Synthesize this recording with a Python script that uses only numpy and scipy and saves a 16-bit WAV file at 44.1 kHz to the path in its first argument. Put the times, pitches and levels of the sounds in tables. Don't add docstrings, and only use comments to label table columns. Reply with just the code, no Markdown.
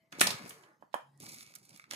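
import sys
import numpy as np
from scipy import signal
from scipy.fft import rfft, irfft, next_fast_len
from scipy.io import wavfile
from scipy.ndimage import uniform_filter1d, map_coordinates

SR = 44100
rng = np.random.default_rng(int(sys.argv[2]) if len(sys.argv) > 2 else 0)


def dump(signal):
    limited = np.clip(np.atleast_2d(signal).T, -1, 1)
    pcm = np.round(limited * 32767).astype(np.int16)
    wavfile.write(sys.argv[1], SR, pcm)


def decibels_to_gain(level_db):
    exponent = np.asarray(level_db, float) / 20
    return 10 ** exponent


N = 85995

# centre_hz, width_hz, level_db
SHEET_MODES = [(1300, 130, 4), (2200, 150, 4), (2700, 200, -10), (3600, 250, -12), (4600, 350, -14)]


def unit(x):
    return x / np.sqrt(np.mean(x ** 2) + 1e-20)


def along(points, hz):
    point_hz, value = np.transpose(points)
    return np.interp(np.log(hz + 1), np.log(point_hz + 1), value)


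def curve(rows):
    return np.interp(np.arange(N) / SR, *np.transpose(rows))


def wobble(rate_hz):
    knots = rng.standard_normal(int(N * rate_hz / SR) + 4)
    return map_coordinates(knots, [np.arange(N) * rate_hz / SR])


def filtered(x, response):
    size = next_fast_len(x.shape[-1] + 8192)
    spectrum = rfft(x, size) * response(np.fft.rfftfreq(size, 1 / SR))
    return irfft(spectrum, size)[..., :x.shape[-1]]


def resonances(modes):
    def response(f):
        total = 0
        for k, (hz, width, db) in enumerate(modes):
            damping = 1j * f * width
            total = total + (-1) ** k * decibels_to_gain(db) * damping / (hz * hz - f * f + damping)
        return total
    return response


def buckles(size, spiky_db):
    return unit(rng.standard_normal(size) * decibels_to_gain(spiky_db * rng.exponential(size=size)))


def background():
    # hz, level_db per Hz
    air_spectrum = [(18, -62.5), (30, -20), (388, -17.5), (659, -18.5), (1210, -21), (2050, -17),
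                    (2340, -30.5), (3130, -22), (16500, -29)]
    # start_s, length_s, pitch_hz
    whine_events = [(-.1, .26, 655), (-.1, .2, 2090), (.44, .2, 450), (.56, .14, 358), (.67, .07, 325),
                    (.6, .22, 862), (.62, .14, 620), (.6, .2, 1520), (.72, .26, 200), (1.03, .16, 850),
                    (1.02, .27, 139), (1.52, .14, 190), (1.78, .14, 150), (1.74, .16, 650)]
    whine_levels = [-77, -83, -64, -70, -68, -76, -78, -82, -80, -75, -61.5, -75, -74, -86]
    whine_roughness = [.15, .1, .5, .5, .4, .4, .8, .5, .7, .6, .2, .9, .8, .5]
    air_db, patch_db, drift_hz = -85 + 3.5, 5.2, 24

    z = signal.stft(rng.standard_normal((2, N)), nperseg=1024)[2]
    patches = uniform_filter1d(rng.standard_normal(z.shape[1:]), size=3, axis=0)
    patches = uniform_filter1d(patches, size=8, axis=1)
    pair = signal.istft(z * decibels_to_gain(patch_db * unit(patches)), nperseg=1024)[1][:, :N]
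    pair = pair[0] + 0.63 * pair
    out = decibels_to_gain(air_db) * unit(filtered(pair, lambda f: decibels_to_gain(along(air_spectrum, f))))

    t = np.arange(N) / SR
    for (start_s, length_s, hz), db, rough in zip(whine_events, whine_levels, whine_roughness):
        drift = rough * drift_hz * np.sqrt(hz / 1000) * wobble(59.87)
        turns = np.cumsum(hz + drift) / SR
        swell = np.sin(np.pi * np.clip((t - start_s) / length_s, 0, 1))
        flutter = 1 - rough + rough * wobble(90)
        out = out + decibels_to_gain(db) * flutter * swell * np.sin(2 * np.pi * turns)
    return out


def rustle():
    # start_s, level_db, brightness_db
    pull = [(0, -82.5, -5.5), (.118, -99, -10.5), (0.125, -69.5, -9.5), (.18, -63.5, -6.5),
            (0.22, -63, -14), (.33, -52.5, -3.5), (0.422, -57, -4.5), (0.502, -62, -2), (0.618, -77, 2),
            (.78, -93.5, 0), (1.19, -86, -1.5), (1.205, -55.5, -1.5), (1.429, -55, -1), (1.458, -62, -3.5),
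            (1.62, -68.5, 0), (1.78, -61.5, -2), (1.889, -79, -4.5), (1.919, -52.5, 0)]
    # hz, level_db per Hz
    film_spectrum = [(400, -34), (1250, -14), (1750, -22), (2250, -3), (3150, -13), (4400, 0), (11000, -2),
                     (16000, -10)]
    sheet = resonances(SHEET_MODES)
    start_s, level_db, tilt_db = np.transpose(pull)

    clumps = decibels_to_gain(1.5 * wobble(90) + 2.5 * wobble(260))
    grit = clumps * buckles(size=(2, N), spiky_db=2.5)
    grit = filtered(grit, lambda f: decibels_to_gain(along(film_spectrum, f)) * (1 + np.abs(sheet(f))))
    grit = unit(grit[0] + 0.5 * grit)

    low = filtered(grit, lambda f: 1 / (1 + (f / 3300) ** 4))
    tilt = decibels_to_gain(2 * curve(np.transpose([start_s, tilt_db])))
    level = decibels_to_gain(curve(np.transpose([start_s, level_db])))
    return level * (low / tilt + (grit - low) * tilt)


def rub():
    # start_s, level_db
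    rub_levels = [(0, -84.5), (.118, -73.5), (.13, -54), (.18, -62.5), (.22, -42), (.33, -51.5),
                  (.37, -61.5), (.5, -59.5), (.62, -75.5), (.9, -84.5), (1.19, -73.5), (1.21, -60.5),
                  (1.42, -64), (1.48, -72), (1.6, -71.5), (1.77, -69.5), (1.85, -85.5), (1.93, -61.5)]
    # hz, level_db per Hz
    card_spectrum = [(30, -28), (100, -4), (150, 2.5), (260, -2), (480, -13), (1200, -15), (2000, -37)]
    lumps = decibels_to_gain(2 * wobble(25) + 3 * wobble(90))
    scuff = filtered(rng.standard_normal((2, N)), lambda f: decibels_to_gain(along(card_spectrum, f)))
    return decibels_to_gain(curve(rub_levels)) * unit(lumps * (scuff[0] + 0.3 * scuff))


def slide():
    # start_s, level_db
    slide_levels = [(.11, -100), (.13, -65), (.2, -56), (.215, -60), (.25, -46), (.4, -57), (.55, -66.5),
                    (.72, -72), (.8, -92), (.93, -90), (1.9, -93), (1.93, -56.5)]
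    # hz, level_db per Hz
    palm_spectrum = [(200, -23.5), (400, 3), (700, -1), (1200, -1), (2000, -5), (3500, -26)]
    friction = decibels_to_gain(2 * wobble(70)) * rng.standard_normal((2, N))
    murmur = filtered(friction, lambda f: decibels_to_gain(along(palm_spectrum, f)))
    return decibels_to_gain(curve(slide_levels)) * unit(murmur[0] + 0.76 * murmur)


def snaps():
    # start_s, level_db, pitch_hz, length_s
    film_snaps = [(0.1191, -54, 5800, 0.0068), (0.1231, -42.5, 2130, 0.0062), (0.182, -52.5, 6960, 0.014),
                  (0.1939, -33.5, 4400, 0.0082), (0.206, -17, 7650, 0.012), (0.2114, -12.5, 2135, 0.005),
                  (.2125, -21.5, 8300, 0.004), (0.2681, -21, 4446, 0.0072), (0.3027, -30, 3730, 0.012),
                  (0.473, -51.5, 8600, 0.013), (0.491, -41, 9500, 0.0096), (0.505, -43.5, 2310, 0.0061),
                  (0.633, -59, 2285, 0.0097), (0.927, -63.5, 2500, 0.017), (0.9425, -42.5, 9000, 0.0038)]
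    # start_s, level_db, pitch_hz, length_s
    seam_ticks = [(1.175, -60.5, 9200, .003), (1.2008, -44, 8434, .003), (1.225, -49, 7700, .005),
                  (1.241, -46, 7900, 0.003), (1.2595, -44, 7000, 0.002), (1.2635, -45, 4500, .004),
                  (1.286, -47, 11000, .006), (1.2905, -43, 5500, 0.004), (1.319, -44.5, 7500, 0.003),
                  (1.332, -48, 10000, 0.0023), (1.3415, -44.5, 10000, 0.004), (1.37, -52, 4300, .003),
                  (1.38, -51, 7000, .002), (1.401, -53, 9000, .005), (1.407, -45, 4100, 0.003),
                  (1.43, -48, 7400, 0.003), (1.4635, -51, 5500, .003), (1.5385, -52, 5000, .002),
                  (1.5508, -41, 10100, 0.007), (1.558, -47, 5500, .005), (1.586, -54, 9000, .0015),
                  (1.65, -56, 9700, .006), (1.692, -50, 7550, 0.003), (1.7065, -55, 5500, .002),
                  (1.731, -57, 3970, 0.002), (1.746, -56, 4500, .003), (1.7598, -49, 4700, 0.004),
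                  (1.7735, -51, 9500, .003), (1.796, -54, 8000, .002), (1.84, -60, 4200, .003),
                  (1.905, -48, 3700, .005), (1.9098, -31, 4500, 0.0028), (1.9215, -42, 3000, .004),
                  (1.9352, -30, 2500, 0.0008), (1.943, -43, 2500, .004)]
    rise_share, longest_rise_s = 0.28, 0.003
    relative_width, skirt = 0.74, 0.045

    out, t = np.zeros((2, N + SR)), np.arange(2048) / SR
    for start_s, db, hz, length_s in film_snaps + seam_ticks:
        rise_s = min(rise_share * length_s, longest_rise_s)
        rise = 1 - np.exp(-(t / rise_s) ** 2)
        fall = np.exp(-(t / length_s) ** 2) + 0.089 * np.exp(-t / 0.015)
        shape = rise * fall
        hump = resonances([(hz, relative_width * hz, 0)])
        grit = buckles(size=(2, len(t)), spiky_db=-0.5)
        grit = grit[1] + 2.4 * grit
        grit = shape * filtered(grit, lambda f: hump(f) + skirt * f / (f + 1500))
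        level = decibels_to_gain(db - 3) * np.sqrt(np.mean(shape ** 2))
        out[:, round(start_s * SR):][:, :len(t)] += level * unit(grit)
    return out[:, :N]


def plucks():
    # start_s, peak_db
    nail_plucks = [(0.1243, -41), (.143, -54), (1.265, -51), (1.376, -51), (1.408, -50), (1.431, -55),
                   (1.539, -52), (1.558, -46), (1.776, -56), (1.7965, -41), (1.8405, -46), (1.911, -33)]
    sheet = resonances(SHEET_MODES)
    out, t = np.zeros(N + SR), np.arange(2048) / SR
    for start_s, db in nail_plucks:
        since = t - 0.0015
        scrape = 0.2 * rng.standard_normal(len(t)) * np.exp(-(since / 0.001) ** 2)
        slip = np.exp(-(since / 0.00009) ** 2) + scrape
        ring = filtered(slip, lambda f: sheet(f) * (f / (f + 1500)) ** 2)
        out[round((start_s - 0.001) * SR):][:len(t)] += decibels_to_gain(db) * ring / np.abs(ring).max()
    return out[:N]


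def taps():
    # start_s, peak_db, thud over the ring in thud_db
    finger_taps = [(0.1857, -40.5, 17), (0.211, -20, 2), (0.271, -27, -10.5), (0.304, -34.5, -20),
                   (0.459, -44.5, 13.5), (.636, -53, -4.5), (0.824, -45, -13.5), (.834, -59.5, 19),
                   (0.9412, -21, -24), (0.953, -40, 4.5), (1.204, -54, 25), (1.336, -56.5, 9),
                   (1.505, -58.5, 0), (1.67, -68, -1), (1.916, -53.5, 22), (1.926, -48, -6),
                   (1.935, -38.5, -6)]
    # centre_hz, width_hz, level_db
    box_modes = [(436, 360, -13), (592, 235, 1.5), (984, 159, 3.5), (1740, 260, -11.5), (2416, 160, -16),
                 (3140, 170, -11.5), (5292, 250, -18)]
    firm_db, firm_push_s, softer_per_db = -20, 0.00007, 0.45
    box, thud = resonances(box_modes), resonances([(293, 260, 0)])

    out, t = np.zeros(N + SR), np.arange(4096) / SR
    for start_s, db, thud_db in finger_taps:
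        push_s = firm_push_s * decibels_to_gain(softer_per_db * (firm_db - db) / 2)
        skin = 0.04 * rng.standard_normal(len(t)) * np.exp(-t / 0.00067)
        push = np.exp(-((t - 0.0004) / push_s) ** 2) + skin

        def body(f):
            return box(f) * (1j * f / (400 + 1j * f)) ** 2 + decibels_to_gain(thud_db) * thud(f) ** 2

        knock = filtered(push, body)
        out[round(start_s * SR):][:len(t)] += decibels_to_gain(db) * knock / np.abs(knock).max()
    return out[:N]


def room(x):
    # hz, time to fall 60 dB in decay_s
    wall_decay = [(150, 0.19), (700, 0.29), (1500, 0.24), (3000, 0.3), (12000, 0.22)]
    build_up_s = 0.0013
    hz, t, z = signal.stft(rng.standard_normal((2, SR // 2)), SR, nperseg=256)
    fall_db = -60 * t / along(wall_decay, hz)[:, None]
    tail = signal.istft(z * decibels_to_gain(fall_db), SR, nperseg=256)[1]
    tail = tail * (1 - np.exp(-(np.arange(tail.shape[1]) / SR / build_up_s) ** 2))
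    return signal.fftconvolve(x[None], tail / np.linalg.norm(tail[0]), axes=1)[:, :N]


def scene():
    # start_s, left over right in level_db
    place = [
        (0, -2),
        (.3, -1),
        (.5, 0),
        (.9, -11),
        (1.1, -4),
        (1.4, -3.5),
        (1.55, -4.5),
        (1.95, -4),
    ]
    # start_s, level_db
    echo = [
        (0, 0),
        (1.1, 0),
        (1.2, -6),
        (1.88, -9),
        (1.92, -2),
    ]
    # hz, level_db
    wall_colour = [(150, -7), (700, -3.5), (1500, 5.5), (3000, 0.5), (12000, 1)]
    lag_s, wet_db = 0.0002942, -4.5

    near = rustle() + rub() + slide() + snaps() + plucks() + taps()
    side = np.array([[1], [-1]])
    ports = filtered(near, lambda f: np.exp(-1j * np.pi * f * side * lag_s))
    ports = decibels_to_gain(side * curve(place) / 2) * ports
    walls = room(decibels_to_gain(curve(echo)) * near.mean(axis=0))
    walls = filtered(walls, lambda f: decibels_to_gain(along(wall_colour, f)))
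    return ports + decibels_to_gain(wet_db) * walls + background()


def top_cut(x):
    return signal.sosfilt(signal.butter(12, 16970, fs=SR, output="sos"), x)


def record(dry):
    # hz, level_db
    port_treble = [(9000, 2), (13000, 0.5), (15600, -5), (16200, -28), (17500, -47)]
    low_cut_hz = 59
    threshold_db, slope, depth_db, wide_db = -63.5, 0.59, 18, -7.5

    def port(f):
        low_cut = 0.12 + (1j * f / (low_cut_hz + 1j * f)) ** 2
        return decibels_to_gain(along(port_treble, f)) * low_cut

    z = signal.stft(filtered(dry, port), nperseg=512)[2]
    power = np.mean(np.abs(z) ** 2, axis=0)
    power = uniform_filter1d(uniform_filter1d(power, size=7, axis=0), size=5, axis=1)
    key = np.abs(power) + decibels_to_gain(2 * wide_db) * np.abs(power).mean(axis=0)
    key_db = 10 * np.log10(key + 1e-20) + 24
    cut_db = np.clip(slope * (key_db - threshold_db), -depth_db, 0)
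    mix = signal.istft(z * decibels_to_gain(cut_db), nperseg=512)[1][:, :N]
    return top_cut(mix)


dry = scene()
out = record(dry)
dump(out)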